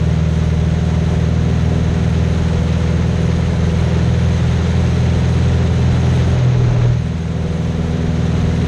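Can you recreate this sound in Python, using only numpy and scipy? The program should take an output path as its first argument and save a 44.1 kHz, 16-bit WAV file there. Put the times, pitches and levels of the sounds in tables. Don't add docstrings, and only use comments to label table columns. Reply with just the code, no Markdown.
import sys
import numpy as np
from scipy import signal
from scipy.fft import rfft, irfft, next_fast_len
from scipy.io import wavfile
from scipy.ndimage import uniform_filter1d

SR = 44100
rng = np.random.default_rng(int(sys.argv[2]) if len(sys.argv) > 2 else 0)


def transcribe(signal):
    frames = np.atleast_2d(signal).T
    limited = np.clip(frames, -1, 1)
    pcm = np.round(limited * 32767).astype(np.int16)
    wavfile.write(sys.argv[1], SR, pcm)


def attenuation_scalar(level_db):
    decades = np.asarray(level_db, float) / 20
    return 10 ** decades


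N = 382347

# t/s, blade rate f/Hz
SHAFT_SPEED = [(0, 79.46), (0.6, 79.76), (1, 80.28), (3, 81.95), (4, 82.7), (5.5, 83.8), (5.9, 83.9),
               (6.15, 84.2), (6.3, 83.94), (6.4, 83.02), (6.7, 80.32), (6.8, 79.78), (7, 80.62),
               (7.25, 81.3), (7.8, 80.94), (8.1, 80.82), (8.48, 81.14), (8.67, 81.14)]
# multiple of the four-stroke cycle, level/dB, lag/rad
UNEVEN_CYLINDERS = [(2, -25, 0.3), (3, -17, 1.95), (5, -12, 1.17), (7, -12, 0.33), (9, -5.5, 0.2),
                    (10, -22, 0.61), (11, -18, 0.56), (13, -28, 0.76), (14, -25.5, 0.7), (18, -25, 0.56),
                    (36, -30.5, 0.89)]
# f/Hz, level/dB
HISS_SPECTRUM = [(500, -17), (850, 0), (1150, -2.5), (1900, -1.5), (2600, -5.5), (3700, -7), (4050, -6.5),
                 (4400, -13), (5300, -15), (6100, -12), (6900, -16.5), (7600, -31), (9000, -41)]
# f/Hz, level/dB
SHEEN_SPECTRUM = [(6500, -19), (7500, 1), (9000, -3.5), (11200, -9.5), (11700, -15), (12900, -23.5),
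                  (13200, -47)]
# f/Hz, level/dB
ROAR_SPECTRUM = [(30, -16), (60, 2.5), (110, 8), (170, 2.5), (210, -1), (280, -5), (400, -0.5), (520, -4),
                 (700, -11), (1000, -23), (1500, -18)]
PANEL_HZ = [310, 397, 440, 545, 600, 690, 735, 850, 995, 1345]
# width/Hz, level/dB re roar
PANEL_RESPONSE = [(30.2, -15.5), (26.8, -7), (30, -22), (23, -20), (20.2, -12), (24.6, -16.5), (30.4, -25),
                  (44.5, -18), (54, -20.5), (60, -24)]
# f/Hz, width/Hz, level/dB re slipstream
MICROPHONE_PORT = (6460, 100, -19)
# t/s, peak level/dB
FABRIC_SLAPS = [
    (6.111, -26),
    (6.399, -29),
    (6.638, -19),
    (6.68, -19),
    (6.724, -21),
    (6.761, -16),
    (6.814, -17),
    (6.849, -27),
]
# t/s, peak level/dB
HOUSING_TICKS = [
    (0.0867, -44),
    (2.0976, -38),
    (5.3274, -40),
    (6.1629, -37),
]
# f/Hz, level/dB re mean there
TREBLE_THRESHOLD = [(6000, -20), (7000, -12), (8300, -4), (9600, -2), (11000, -1), (12500, 3)]

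# start t/s, attack/s, hold/s, release/s
STALL = (6.32, .11, 0.45, 0.18)
SHAKE = (6.42, 0.13, 0.3, 0.14)
DUCK = (6.88, 0.22, .1, 1.22)
LULL = (6.89, .09, .2, .14)
SAG = (6.95, .35, .5, .45)
INVERTED = (7.5, .3, 2, 1)

# cruise level/dB rms, slope/(dB per Hz of blade rate), stall/dB, duck/dB, flutter/dB
HISS_LAW = (-33, 0.78, 0, -4.5, 0.28)
SHEEN_LAW = (-21.5, -.1, -3, 0.5, 0.2)
ROAR_LAW = (-27.5, 0.63, -0.5, -2.5, 0.4)
BUFFET_LAW = (-35.5, .5, 1, -4, 3)
FIRING_LAW = (-22, 1.9, 7.5, 0.5, 1.5)
TWICE_FIRING_LAW = (-30, 0.3, -11, -5.5, 1.23)
FOUR_FIRING_LAW = (-32.5, 1.3, -10, 0.5, 1.4)
UNEVEN_LAW = (-20, -0.02, -6.5, -3.5, .5)
BLADE_LAW = (-17.5, 0.43, -6, -6.5, 0.5)
SECOND_BLADE_LAW = (-20, -0.84, -5.5, -4.5, .5)

# blade rate f/Hz, width/Hz, level/dB
PIPE_PEAK = (80.88, .28, 5.1)
PIPE_NOTCH = (82.8, 0.46, -16)

CRUISE_HZ = 81.5
FLUTTER_HZ = 4.9
DETUNE_HZ, DETUNE_DB_PER_HZ = 82.23, -5
FIRING_LAG_PER_HZ, SAG_LAG, INVERTED_LAG = 0.58, -0.8, -0.6
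SAG_DB, LULL_DB, SHAKE_DB, SHAKE_ROAR_DB = -6.5, -4, 9.5, 4
INVERTED_DB, INVERTED_BLADE_DB = 3, -1.8
LOW_UNEVEN_DB_PER_HZ = 1
FIFTH_DB_PER_HZ = -6
START_RAD = -0.26


def rms_one(x):
    return x / np.sqrt(np.mean(x ** 2) + 1e-20)


def in_time(rows):
    s, *columns = np.transpose(rows)
    return [np.interp(np.arange(N) / SR, s, column) for column in columns]


def at_hz(points, hz):
    point_hz, db = np.array(points).T
    return np.interp(np.log(hz), np.log(point_hz), db)


def phase(start_s, attack_s, hold_s, release_s):
    corners_s = start_s + np.cumsum([0, attack_s, hold_s, release_s])
    return np.interp(np.arange(N) / SR, corners_s, [0, 1, 1, 0])


def drift(rate):
    r = np.exp(-80 * np.pi * rate / SR)
    noise = rng.standard_normal(N // 40 + 2002)
    slow = signal.lfilter([1], [1, -2 * r, r * r], noise)[2000:]
    return np.interp(np.arange(N) / 40, np.arange(len(slow)), rms_one(slow))


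def level(law, blade_hz):
    cruise_db, per_hz_db, stall_db, duck_db, flutter_db = law
    steady_db = cruise_db + per_hz_db * (blade_hz - CRUISE_HZ)
    roll_db = stall_db * phase(*STALL) + duck_db * phase(*DUCK)
    return steady_db + roll_db + flutter_db * drift(FLUTTER_HZ)


def tuning(blade_hz, centre_hz, width, db):
    return db * np.exp(-((blade_hz - centre_hz) / width) ** 2)


def resonate(x, hz, width):
    r = np.exp(-np.pi * width / SR)
    zeros = np.array([1, 0, -1]) * (1 - r * r) / 2
    return signal.lfilter(zeros, [1, -2 * r * np.cos(2 * np.pi * hz / SR), r * r], x)


def shaped(x, spectrum):
    size = next_fast_len(N)
    hz = np.maximum(np.arange(size // 2 + 1) * SR / size, 1)
    inside = (hz > spectrum[0][0]) * (hz < spectrum[-1][0])
    gain = attenuation_scalar(at_hz(spectrum, hz)) * inside
    return rms_one(irfft(rfft(x, size) * gain, size)[:N])


def coloured(spectrum, gust_db, patchy_db):
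    rest = shaped(rng.standard_normal(N), spectrum)
    out, gust = 0, drift(16)
    lowest_hz, highest_hz = spectrum[0][0], spectrum[-1][0]
    for edge_hz in lowest_hz * 2. ** np.arange(1, np.log2(highest_hz / lowest_hz)):
        below = signal.sosfilt(signal.butter(1, edge_hz, fs=SR, output="sos"), rest)
        rest = rest - below
        out = out + below * attenuation_scalar(patchy_db * drift(10))
    out = out + rest * attenuation_scalar(patchy_db * drift(14))
    return rms_one(out * attenuation_scalar(gust_db * gust))


def slipstream(cycle, hiss_db, sheen_db):
    throb_db = 0.7 * np.cos(4 * cycle + 1.1) + 0.47 * np.cos(cycle + 0.22)
    port_hz, width, port_db = MICROPHONE_PORT
    port = attenuation_scalar(port_db) * rms_one(resonate(rng.standard_normal(N), port_hz, width))
    sheen = attenuation_scalar(sheen_db + 1.85) * coloured(SHEEN_SPECTRUM, gust_db=0.45, patchy_db=-0.2)
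    hiss = coloured(HISS_SPECTRUM, gust_db=0.5, patchy_db=-0.05)
    return attenuation_scalar(hiss_db + throb_db) * (hiss + port + sheen)


def cockpit(cycle, roar_db):
    turn = np.floor((cycle - 0.9) / (2 * np.pi))
    edge = np.diff(turn, prepend=turn[0]) * attenuation_scalar(0.37 * drift(11))
    edge = rms_one(edge - edge.mean())
    air = attenuation_scalar(-6) * rng.standard_normal(N)
    panels = 0
    for k, (hz, (width, db)) in enumerate(zip(PANEL_HZ, PANEL_RESPONSE)):
        path = round(rng.uniform(0, 0.02) * SR)
        drive = np.roll(edge, path) + air
        ringing = resonate(resonate(drive, hz, width), hz, 3 * width)
        panels = panels + (-1) ** k * attenuation_scalar(db) * rms_one(ringing)
    roar = attenuation_scalar(3.0) * coloured(ROAR_SPECTRUM, gust_db=0.16, patchy_db=0.2)
    return attenuation_scalar(roar_db) * (roar + panels)


def buffet(level_db):
    band = signal.butter(3, [28, 52], "band", fs=SR, output="sos")
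    low = signal.sosfilt(band, rng.standard_normal(N))
    return attenuation_scalar(level_db + 0.76 * drift(8)) * rms_one(low)


def bursts(events, low_hz, high_hz, rise_s, fall_s, trim_db):
    since, envelope = np.arange(SR // 10) / SR, np.zeros(N)
    puff = (1 - np.exp(-since / rise_s)) * np.exp(-since / fall_s)
    for s, db in events:
        envelope[round(s * SR):][:len(since)] += attenuation_scalar(db + trim_db) * puff
    band = signal.butter(2, [low_hz, high_hz], "band", fs=SR, output="sos")
    return envelope * rms_one(signal.sosfilt(band, rng.standard_normal(N)))


def housing_ticks():
    return bursts(HOUSING_TICKS, low_hz=7500, high_hz=12500, rise_s=0.0003, fall_s=0.0012, trim_db=-2)


def fabric_slaps():
    return bursts(FABRIC_SLAPS, low_hz=250, high_hz=1800, rise_s=0.0032, fall_s=0.0057, trim_db=-2.5)


def tone(cycle, order, level_db, lag=0, flutter_db=0.26, wobble=0.072):
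    envelope = np.sqrt(2) * attenuation_scalar(level_db + flutter_db * drift(6.6))
    return envelope * np.cos(order * cycle - lag + wobble * drift(3.2))


def exhaust(cycle, blade_hz):
    over = np.maximum(blade_hz - CRUISE_HZ, 0)
    sag, inverted = phase(*SAG), phase(*INVERTED)
    firing_db = level(FIRING_LAW, CRUISE_HZ + over) + SAG_DB * sag
    uneven_db = level(UNEVEN_LAW, blade_hz)
    pipe_db = tuning(blade_hz, *PIPE_PEAK) + tuning(blade_hz, *PIPE_NOTCH)
    twice_db = level(TWICE_FIRING_LAW, blade_hz) + pipe_db
    detune_db = DETUNE_DB_PER_HZ * np.maximum(blade_hz - DETUNE_HZ, 0)
    four_db = level(FOUR_FIRING_LAW, blade_hz) + detune_db + 2 * LULL_DB * phase(*LULL)
    firing_lag = 0.03 + FIRING_LAG_PER_HZ * over + SAG_LAG * sag + INVERTED_LAG * inverted
    fifth_db = four_db - 9.5 + FIFTH_DB_PER_HZ * over

    out = tone(cycle, order=6, level_db=firing_db + 0.5, lag=firing_lag, flutter_db=0.5)
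    out += tone(cycle, order=12, level_db=twice_db - 3.0 + INVERTED_DB * inverted, lag=2.25, wobble=0.29)
    out += tone(cycle, order=24, level_db=four_db - 3.5, lag=0.26, flutter_db=0.5, wobble=0.18)
    out += tone(cycle, order=30, level_db=fifth_db, lag=0.52, flutter_db=0.5, wobble=0.27)
    out += tone(cycle, order=36, level_db=twice_db - 18, lag=0.71, flutter_db=0.5, wobble=0.3)
    for order, db, lag in UNEVEN_CYLINDERS:
        swell_db = (order < 7.5) * LOW_UNEVEN_DB_PER_HZ * over
        out += tone(cycle, round(order), uneven_db + db + swell_db, lag, flutter_db=0.0, wobble=0.11)
    return out


def propeller(cycle, first_db, second_db):
    first = tone(cycle, order=4, level_db=first_db - 0.04)
    second = tone(cycle, order=8, level_db=second_db + 0.53, lag=0.23)
    return -first - second


def scene():
    blade_hz, = in_time(SHAFT_SPEED)
    cycle = 2 * np.pi * np.cumsum(blade_hz / 4) / SR + START_RAD
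    roar_db = level(ROAR_LAW, blade_hz) + LULL_DB * phase(*LULL) + SHAKE_ROAR_DB * phase(*SHAKE)
    air = slipstream(cycle, level(HISS_LAW, blade_hz), level(SHEEN_LAW, blade_hz))
    air = air + cockpit(cycle, roar_db)
    air = air + buffet(level(BUFFET_LAW, blade_hz) + SHAKE_DB * phase(*SHAKE))
    blade_db = level(BLADE_LAW, blade_hz) + INVERTED_BLADE_DB * phase(*INVERTED)
    engine = exhaust(cycle, blade_hz) + propeller(cycle, blade_db, level(SECOND_BLADE_LAW, blade_hz))
    return (air + housing_ticks() + fabric_slaps() + engine)[None]


def starved(x, spread_db):
    hz, _, bins = signal.stft(x, SR, nperseg=2048, noverlap=1536)
    frames = bins.shape[-1]
    tiles = rng.standard_normal((len(hz) // 7 + 1, frames // 6 + 1))
    tiles = np.repeat(np.repeat(tiles, 7, axis=0), 6, axis=1)[:len(hz), :frames]
    power = abs(bins) ** 2
    mean = np.sqrt(uniform_filter1d(power, size=120, axis=-1))
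    local = np.sqrt(uniform_filter1d(power, size=4, axis=-1))
    threshold_db = at_hz(TREBLE_THRESHOLD, hz + 1)[:, None] + spread_db * tiles
    untouched = (hz < TREBLE_THRESHOLD[0][0])[:, None]
    keep = (local > mean * attenuation_scalar(threshold_db)) | untouched
    return signal.istft(bins * keep, SR, nperseg=2048, noverlap=1536)[1][:, :N]


def top_cut(x):
    return signal.sosfilt(signal.butter(12, 13370, fs=SR, output="sos"), x)


def record(dry):
    rounded = 0.86 * np.tanh(dry / 0.88)
    mix = starved(rounded - rounded.mean(), spread_db=6.0)
    return top_cut(mix)


dry = scene()
out = record(dry)
transcribe(out)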